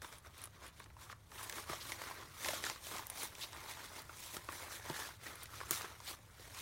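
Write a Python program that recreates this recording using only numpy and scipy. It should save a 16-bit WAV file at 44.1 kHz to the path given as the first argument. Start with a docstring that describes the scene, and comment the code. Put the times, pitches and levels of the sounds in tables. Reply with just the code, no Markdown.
"""Cloth slides and crinkles in strokes as two hands stuff a small sleeping bag into a zippered purse.
Threads catch and slip, folds snap over, the metal zipper pull tinkles, the teeth tick and the purse
gives a few soft thumps. One microphone, close to the hands and above a tiled floor, feeds both channels.
Behind the handling lie the short ring and low rumble of a small room."""
import sys
import numpy as np
from scipy import signal
from scipy.fft import rfft, irfft
from scipy.io import wavfile
from scipy.ndimage import uniform_filter1d

SR = 44100
rng = np.random.default_rng(int(sys.argv[2]) if len(sys.argv) > 2 else 0)


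def to_wav(s):
    """Save 16-bit WAV."""
    ch = np.atleast_2d(s).T  # columns
    pcm = np.round(np.clip(ch, -1, 1) * 32767)  # PCM
    wavfile.write(sys.argv[1], SR, pcm.astype(np.int16))


N = 291819


def amp(db):
    """Decibels to gain."""
    return 10 ** (np.asarray(db) / 20)


def unit_rms(x):
    """Scales to rms 1."""
    return x / np.sqrt(np.mean(x ** 2) + 1e-20)


def at_hz(points, hz):
    """Reads a table on a log-frequency axis."""
    f, value = np.transpose(points)
    return np.interp(np.log(hz + 1), np.log(f + 1), value)


def add(mix, start_s, sound):
    """Mixes a sound in at a time."""
    part = mix[max(round(start_s * SR), 0):][:len(sound)]
    part += sound[:len(part)]


def band(x, lo_hz, hi_hz, order=2):
    """Causal band-pass, its top held below half the sample rate."""
    edges_hz = [lo_hz, min(hi_hz, SR / 2 - 100)]
    return signal.sosfilt(signal.butter(order, edges_hz, "band", fs=SR, output="sos"), x)


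def colour(x, spectrum):
    """Filters a sound by a table of gains."""
    return irfft(rfft(x) * amp(at_hz(spectrum, np.fft.rfftfreq(N, 1 / SR))), N)


def resonance(x, hz, width_hz):
    """A resonance that follows the curve hz: shift it down to zero, smooth, and shift back."""
    turn = np.exp(2j * np.pi * np.cumsum(hz) / SR)
    pole = np.exp(-np.pi * width_hz / SR)
    return 2 * (turn * signal.lfilter([1 - pole], [1, -pole], x / turn)).real


def ring(modes, t):
    """Decaying modes after one blow, which never lands twice on the same spot."""
    return sum(amp(db + 2 * rng.standard_normal() - 60 * t / t60) * np.sin(2 * np.pi * hz * t)
               for hz, db, t60 in modes)


def room_tone(rumble_db=-63.5, hum_hz=106, hum_db=-71):
    """The room behind the hands: low rumble with a wavering hum, under a faint even hiss."""
    # spectrum of the room tone: (frequency [Hz], relative level [dB])
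    air_spectrum = [(20, -13), (35, -13.5), (55, -2), (80, 2.5), (115, -3), (160, -9), (220, -16.5),
                    (500, -22), (1200, -25.5), (2500, -33), (8000, -45.5), (16000, -43)]
    air = colour(rng.standard_normal(N), air_spectrum)
    hum = unit_rms(band(rng.standard_normal(N), hum_hz - 2, hum_hz + 2))
    return amp(rumble_db) * air / band(air, 30, 117, order=4).std() + amp(hum_db) * hum


def room(x, wet_db=-15, first_s=0.0032, echoes_per_s=2500, size=20000):
    """Close direct sound plus sparse reflections off tiles and walls, each band dying at its own rate."""
    # ring of the room: (frequency [Hz], t60 [s])
    decay_times = [(200, .25), (1200, .25), (5000, .18), (10000, .11)]
    taps = rng.choice([-1., 1.], size) * (rng.random(size) < echoes_per_s / SR)
    taps *= np.arange(size) > first_s * SR
    hz, t, spectra = signal.stft(taps, SR, nperseg=256)
    decay = amp(-60 * t / at_hz(decay_times, hz)[:, None])
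    tail = signal.istft(spectra * decay, SR, nperseg=256)[1]
    return x + amp(wet_db) * signal.fftconvolve(x, tail / np.linalg.norm(tail))[:N]


def purse_thumps():
    """The stuffed purse is knocked and gives a dull, padded note; it is too small to radiate deep bass."""
    # soft knocks on the purse: (time [s], level [dB])
    knocks = [(1.699, -39.5), (3.234, -47.5), (4.368, -47), (4.901, -35.5), (5.711, -42.5)]
    # modes of the stuffed purse: (frequency [Hz], relative level [dB], t60 [s])
    purse_modes = [(155, -7, 0.1), (262, -7, 0.036), (363, 5, 0.025), (575, -28, 0.01), (750, 2, 0.0096)]
    out, t = np.zeros(N), np.arange(6000) / SR
    for s, db in knocks:
        add(out, s, amp(db) * ring(purse_modes, t))
    return band(out, 137, 7100, order=3)


def zipper(pull_db=-4, tick_decay_s=0.0005, size=6000):
    """The metal pull rings briefly and knocks the purse; the teeth, bound in their tape, only tick."""
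    # the pull swinging against its slider: (time [s], relative level [dB])
    tinkles = [(0.0212, -49), (0.183, -49), (0.3791, -48), (0.4163, -46), (0.4386, -37.5), (0.4553, -45),
               (0.6638, -46.5), (0.679, -50), (0.796, -50), (1.43, -39.5), (1.44, -41), (3.0995, -33),
               (3.2316, -31.5), (5.3546, -45), (5.4317, -41)]
    # modes of the pull: (frequency [Hz], relative level [dB], t60 [s])
    pull_modes = [(2470, -38, 0.022), (3300, -10.5, 0.021), (9540, 0, 0.02), (9410, -6.5, 0.026),
                  (10730, -3, 0.033), (12000, -7, .025), (13400, -10, 0.016), (14780, -25, .015)]
    # hard ticks of the teeth: (time [s], peak [dB])
    ticks = [(0.456, -38), (1.497, -33), (3.069, -27.5), (4.020, -39), (5.433, -35), (5.441, -40),
             (5.7094, -15), (5.716, -25)]
    out, t = np.zeros(N), np.arange(size) / SR
    for s, db in tinkles:
        scrape = band(rng.standard_normal(size), 5600, 14600) * np.exp(-t / 0.0037)
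        knock = 0.61 * unit_rms(band(rng.standard_normal(size), 700, 3200)) * np.exp(-t / 0.0027)
        cushion = 1 - np.exp(-t / 0.00039)  # the cloth around the pull softens its contact
        metal = ring(pull_modes, t * (1 + 0.019 * rng.standard_normal()))  # pitch depends on how it hangs
        add(out, s, amp(db + pull_db) * cushion * (metal + scrape + knock))
    for s, db in ticks:
        tick = band(rng.standard_normal(size) * np.exp(-t / tick_decay_s), 8500, 16500)
        add(out, s, amp(db) * tick / abs(tick).max())
    return out


def swishes(width_hz=2400):
    """A fast slide plucks the threads in turn: a fuzzy whistle whose pitch follows the hand's speed."""
    # slides across the weave: (middle [s], length [s], nominal thread crossing rate [Hz], level [dB])
    slides = [(0.683, 0.0545, 3000, -61), (1.385, 0.02, 3300, -51.5), (1.817, 0.047, 4370, -48.5),
              (3.43, 0.066, 3870, -44.5), (6.083, 0.055, 3440, -50)]
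    out = np.zeros(N)
    for s, length_s, hz, db in slides:
        speed = np.hanning(round(length_s * SR))
        pitch_hz = hz * (0.82 + 0.15 * speed)
        fuzz = resonance(rng.standard_normal(len(speed)), pitch_hz, width_hz)
        whistle = resonance(fuzz, pitch_hz, width_hz)
        add(out, s - length_s / 2, amp(db) * speed * unit_rms(whistle))
    return out


def creases(hiss_gain, per_s=9, body_db=5, crack_db=1.5, spread_db=3, pitch_hz=1150, spread_octaves=0.39):
    """Small creases give way by chance, as strong as the push that causes them: rows for fold_snaps."""
    draws = rng.standard_normal((200, 3))
    times = np.cumsum(rng.exponential(1, len(draws))) / per_s
    rows = []
    for s, (body, pitch, crack) in zip(times[times < N / SR], draws):
        push_db = 20 * np.log10(hiss_gain[int(s * SR)])
        hz = pitch_hz * 2 ** (spread_octaves * pitch)
        rows.append((s, push_db + body_db + spread_db * body, hz, push_db + crack_db + spread_db * crack))
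    return rows


def fold_snaps(small_creases, body_s=0.0037, crack_s=0.0026, crack_top_hz=8050, size=2048):
    """A fold flips over: a short crack, and a few damped cycles of the patch of fabric that moved."""
    # loud folds snapping against the purse: (time [s], body [dB], body pitch [Hz], crack [dB])
    folds = [(.018, -46.5, 1233, -50.5), (.0456, -42.5, 1090, -51), (.1261, -52.5, 1250, -52.5),
             (.473, -55, 1280, -58), (.801, -45, 1070, -60), (.8408, -69, 1560, -54.5),
             (.8603, -53.5, 340, -72), (.9018, -56.5, 920, -74), (.9664, -50.5, 915, -69),
             (1.0976, -43, 1040, -70), (1.1271, -44, 1070, -60), (1.3175, -48, 1000, -57),
             (1.4964, -42.5, 1720, -39.5), (1.5247, -47, 1700, -43.5), (1.5828, -40.5, 1150, -51),
             (1.6975, -37, 1190, -56), (1.7322, -40.5, 650, -48), (1.92, -38, 1900, -39),
             (2.017, -42, 626, -66), (2.1106, -39, 920, -63), (2.4462, -35.5, 1770, -38),
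             (2.458, -36.5, 886, -40), (2.4853, -34.5, 1690, -35), (2.4895, -35, 640, -41),
             (2.5337, -36, 610, -50), (2.6392, -35.5, 1650, -37), (2.651, -50, 1220, -39),
             (2.6655, -34.5, 1500, -42), (2.6985, -38, 900, -36.5), (2.9826, -47, 1850, -42),
             (2.9928, -39.5, 935, -51), (3.3512, -52, 2240, -47.5), (3.531, -48, 895, -49),
             (4.0935, -43.5, 1240, -60), (4.3675, -43, 1300, -41), (4.4881, -35, 1040, -63),
             (4.8986, -35.5, 860, -42), (5.267, -45, 1780, -49), (5.457, -53, 2090, -49.5),
             (5.6041, -41.5, 1400, -53), (5.6127, -38.5, 1140, -54), (5.7093, -35.5, 1150, -38),
             (5.8436, -40.5, 543, -71), (6.0027, -48, 1020, -51), (6.3958, -50.5, 470, -59.5)]
    out, t = np.zeros(N), np.arange(size) / SR
    release = 2.8 * (t == 0)  # one kick, then the creases settle as noise
    for s, body_db, hz, crack_db in folds + small_creases:
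        body_drive, crack_drive = rng.standard_normal((2, size)) + release
        flap = body_drive * np.exp(-t / body_s)
        body = band(flap, hz / 1.177, hz * 1.177) + 0.46 * band(flap, 320, 1840)
        crack = band(crack_drive * np.exp(-t / crack_s), crack_top_hz / 4.3, crack_top_hz)
        for part, db in ((body, body_db), (crack, crack_db)):
            strength = np.sqrt(np.sum(part ** 2) / (0.0024 * SR))  # rms if packed into 2.4 ms
            add(out, s, amp(db) * part / strength)
    return out


def pushes(drop_db=11, rise_power=1.62, fall_power=1.89, grip_body_db=2.5):
    """Each push speeds up and dies away over the light rubbing of the grip: hiss, body and fizz gains."""
    # pushes of the cloth, drop_db down one rise before and one fall after their fastest moment:
    # (fastest moment [s], rise [s], fall [s], hiss [dB], body offset [dB], fizz offset [dB])
    strokes = [(.022, .006, 0.097, -59, 3, 0.5), (.14, .05, 0.058, -62, 3.5, -1),
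               (.265, 0.035, 0.026, -64.5, 7.5, -2.5), (.41, 0.087, 0.058, -58.5, -1, -5),
               (.56, 0.05, 0.037, -68.5, 5.5, -6), (.64, 0.043, 0.059, -60, 5.5, -4),
               (.8, 0.065, 0.047, -63, -2, -5), (1.03, 0.047, 0.052, -59.5, 0.5, 0),
               (1.12, 0.036, 0.011, -56.5, 0, -6), (1.41, 0.081, 0.14, -55.5, 3, 1.5),
               (1.57, 0.048, 0.069, -51, 3, 0), (1.705, 0.032, 0.094, -49, 0.5, -4),
               (1.9, 0.098, 0.072, -52, 0, 0), (2.03, 0.066, 0.14, -54, 4.5, -1.5),
               (2.18, .03, 0.1, -58.5, 6, -10), (2.48, 0.094, 0.086, -46.5, -2.5, 0),
               (2.55, 0.036, 0.074, -47.5, -1.5, -2), (2.655, 0.035, 0.091, -46, -2.5, -4),
               (2.86, 0.039, 0.12, -52, -12, 0.5), (2.94, 0.053, 0.097, -51.5, 2, -1),
               (3.23, .09, 0.049, -48, -1.5, 1.5), (3.43, 0.06, 0.046, -53, -5.5, -0.5),
               (3.56, 0.041, 0.15, -59.5, 3.5, -5), (3.715, 0.048, 0.016, -50.5, 0, -0.5),
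               (3.85, 0.18, 0.044, -56, -0.5, -6), (3.99, 0.082, 0.034, -53.5, 2.5, -3),
               (4.25, 0.12, 0.071, -53, -7, -0.5), (4.36, 0.057, 0.024, -54, 3, 4.5),
               (4.54, 0.047, 0.064, -55.5, 3.5, 3.5), (4.63, 0.066, 0.041, -54.5, 3.5, -0.5),
               (4.749, 0.093, 0.058, -53.5, 3, 0.5), (4.88, 0.07, 0.068, -55, 2, -0.5),
               (4.99, 0.092, 0.13, -50, 1.5, -1.5), (5.26, 0.05, 0.12, -55, 3, -1.5),
               (5.43, 0.046, 0.022, -55.5, 1, -4.5), (5.56, 0.057, .1, -55.5, 0.5, -3),
               (5.7, 0.024, .02, -58.5, 2.5, 5), (5.713, 0.0044, 0.088, -45, -3.5, 3),
               (5.82, 0.054, 0.1, -53.5, 3.5, -5), (6.1, 0.059, 0.048, -49, -3, -2),
               (6.42, .05, 0.22, -62, 0, -1.5), (6.59, 0.061, 0.092, -52, -2, -2)]
    # light rubbing between pushes, stronger once the cloth is in the purse: (time [s], hiss [dB])
    grip = [(0, -75), (1.28, -76), (1.34, -65.5), (2.3, -64.5), (3.1, -64), (3.8, -60.5), (4.06, -66.5),
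            (4.42, -61.5), (5.18, -74), (5.68, -61), (6.25, -71), (6.62, -65)]
    t = np.arange(N) / SR
    grip_db = np.interp(t, *np.transpose(grip))
    power = amp(grip_db + np.array([[0], [grip_body_db], [0]])) ** 2
    for s, rise_s, fall_s, db, body_db, fizz_db in strokes:
        near = slice(max(round((s - 3 * rise_s) * SR), 0), round((s + 3 * fall_s) * SR))
        since = t[near] - s
        away = np.where(since < 0, abs(since / rise_s) ** rise_power, abs(since / fall_s) ** fall_power)
        power[:, near] += amp(db - drop_db * away + np.array([[0], [body_db], [fizz_db]])) ** 2
    return np.sqrt(power)


def shifting_contact(x, depth_db):
    """The colour shifts in small patches as different folds come into contact."""
    spectra = signal.stft(x, nperseg=512, noverlap=384)[2]
    across_bands = uniform_filter1d(rng.standard_normal(spectra.shape), 7, axis=0)
    patches = unit_rms(uniform_filter1d(across_bands, 7, axis=1))
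    return signal.istft(spectra * amp(depth_db * patches), nperseg=512, noverlap=384)[1][:N]


def friction(slips_per_s, spread_db, slip_share, patch_db):
    """Threads catch and slip: separate slips of uneven size over a smooth hiss of countless small ones."""
    # colour of the rubbed cloth: (frequency [Hz], relative level [dB])
    cloth_spectrum = [(150, -9.5), (340, -2.5), (440, -3.5), (560, -2), (700, -4.5), (1000, -1), (1550, -2),
                      (2100, -1), (2750, -6.5), (3600, -3), (5000, -8), (9000, -6.5), (16000, -11.5)]
    slipping = rng.random(N) < slips_per_s / SR
    sizes = amp(spread_db * np.minimum(rng.exponential(1, N), 3.5))
    slips = unit_rms(slipping * sizes * rng.choice([-1, 1], N))
    drive = np.sqrt(slip_share) * slips + np.sqrt(1 - slip_share) * rng.standard_normal(N)
    return colour(shifting_contact(drive, patch_db), cloth_spectrum)


def sliding_cloth(hiss_gain, body_gain, fizz_gain):
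    """Each stroke flexes the cloth (low, coarse body) and drags it over the lining (hiss, thread fizz)."""
    # the hollow between hand and purse changes with the hold: (time [s], pitch [Hz])
    hollow = [(0, 1190), (.45, 1200), (.65, 980), (1.4, 990), (1.7, 1130), (2.7, 1260), (3.1, 850),
              (3.9, 930), (4.65, 965), (4.8, 1770), (5.05, 1660), (5.3, 1300), (6.1, 1320), (6.25, 520),
              (6.45, 520), (6.6, 1150)]
    hollow_hz = np.interp(np.arange(N) / SR, *np.transpose(hollow))
    coarse = friction(slips_per_s=380, spread_db=2.5, slip_share=0.53, patch_db=2.5)
    fine = friction(slips_per_s=700, spread_db=3.5, slip_share=0.25, patch_db=2.2)
    crinkle = band(coarse, 175, 2140, order=4)
    body = amp(-0.78) * body_gain * unit_rms(crinkle + 0.78 * resonance(crinkle, hollow_hz, width_hz=210))
    hiss = amp(-1.23) * hiss_gain * unit_rms(band(fine, 2200, 6460, order=4))
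    fizz = amp(-0.6) * fizz_gain * unit_rms(band(fine, 7290, SR / 2, order=4))
    judder = unit_rms(band(rng.standard_normal(N), 20, 44.6))  # the fingers do not push evenly
    return amp(0.84 * judder) * (body + hiss + fizz)


def scene():
    """All the handling in the small room, heard by one close microphone on both channels."""
    hiss_gain, body_gain, fizz_gain = pushes()
    handling = sliding_cloth(hiss_gain, body_gain, fizz_gain) + swishes() + zipper() + purse_thumps()
    handling += fold_snaps(creases(hiss_gain))
    mono = room(handling) + room_tone()
    return np.array([mono, mono])


def record(dry):
    """The recorder's band limit cuts the top treble."""
    lowpass = signal.firwin(511, cutoff=15950, window=("kaiser", 9), fs=SR)
    return signal.oaconvolve(dry, lowpass[None], "same")


dry = scene()
out = record(dry)
to_wav(out)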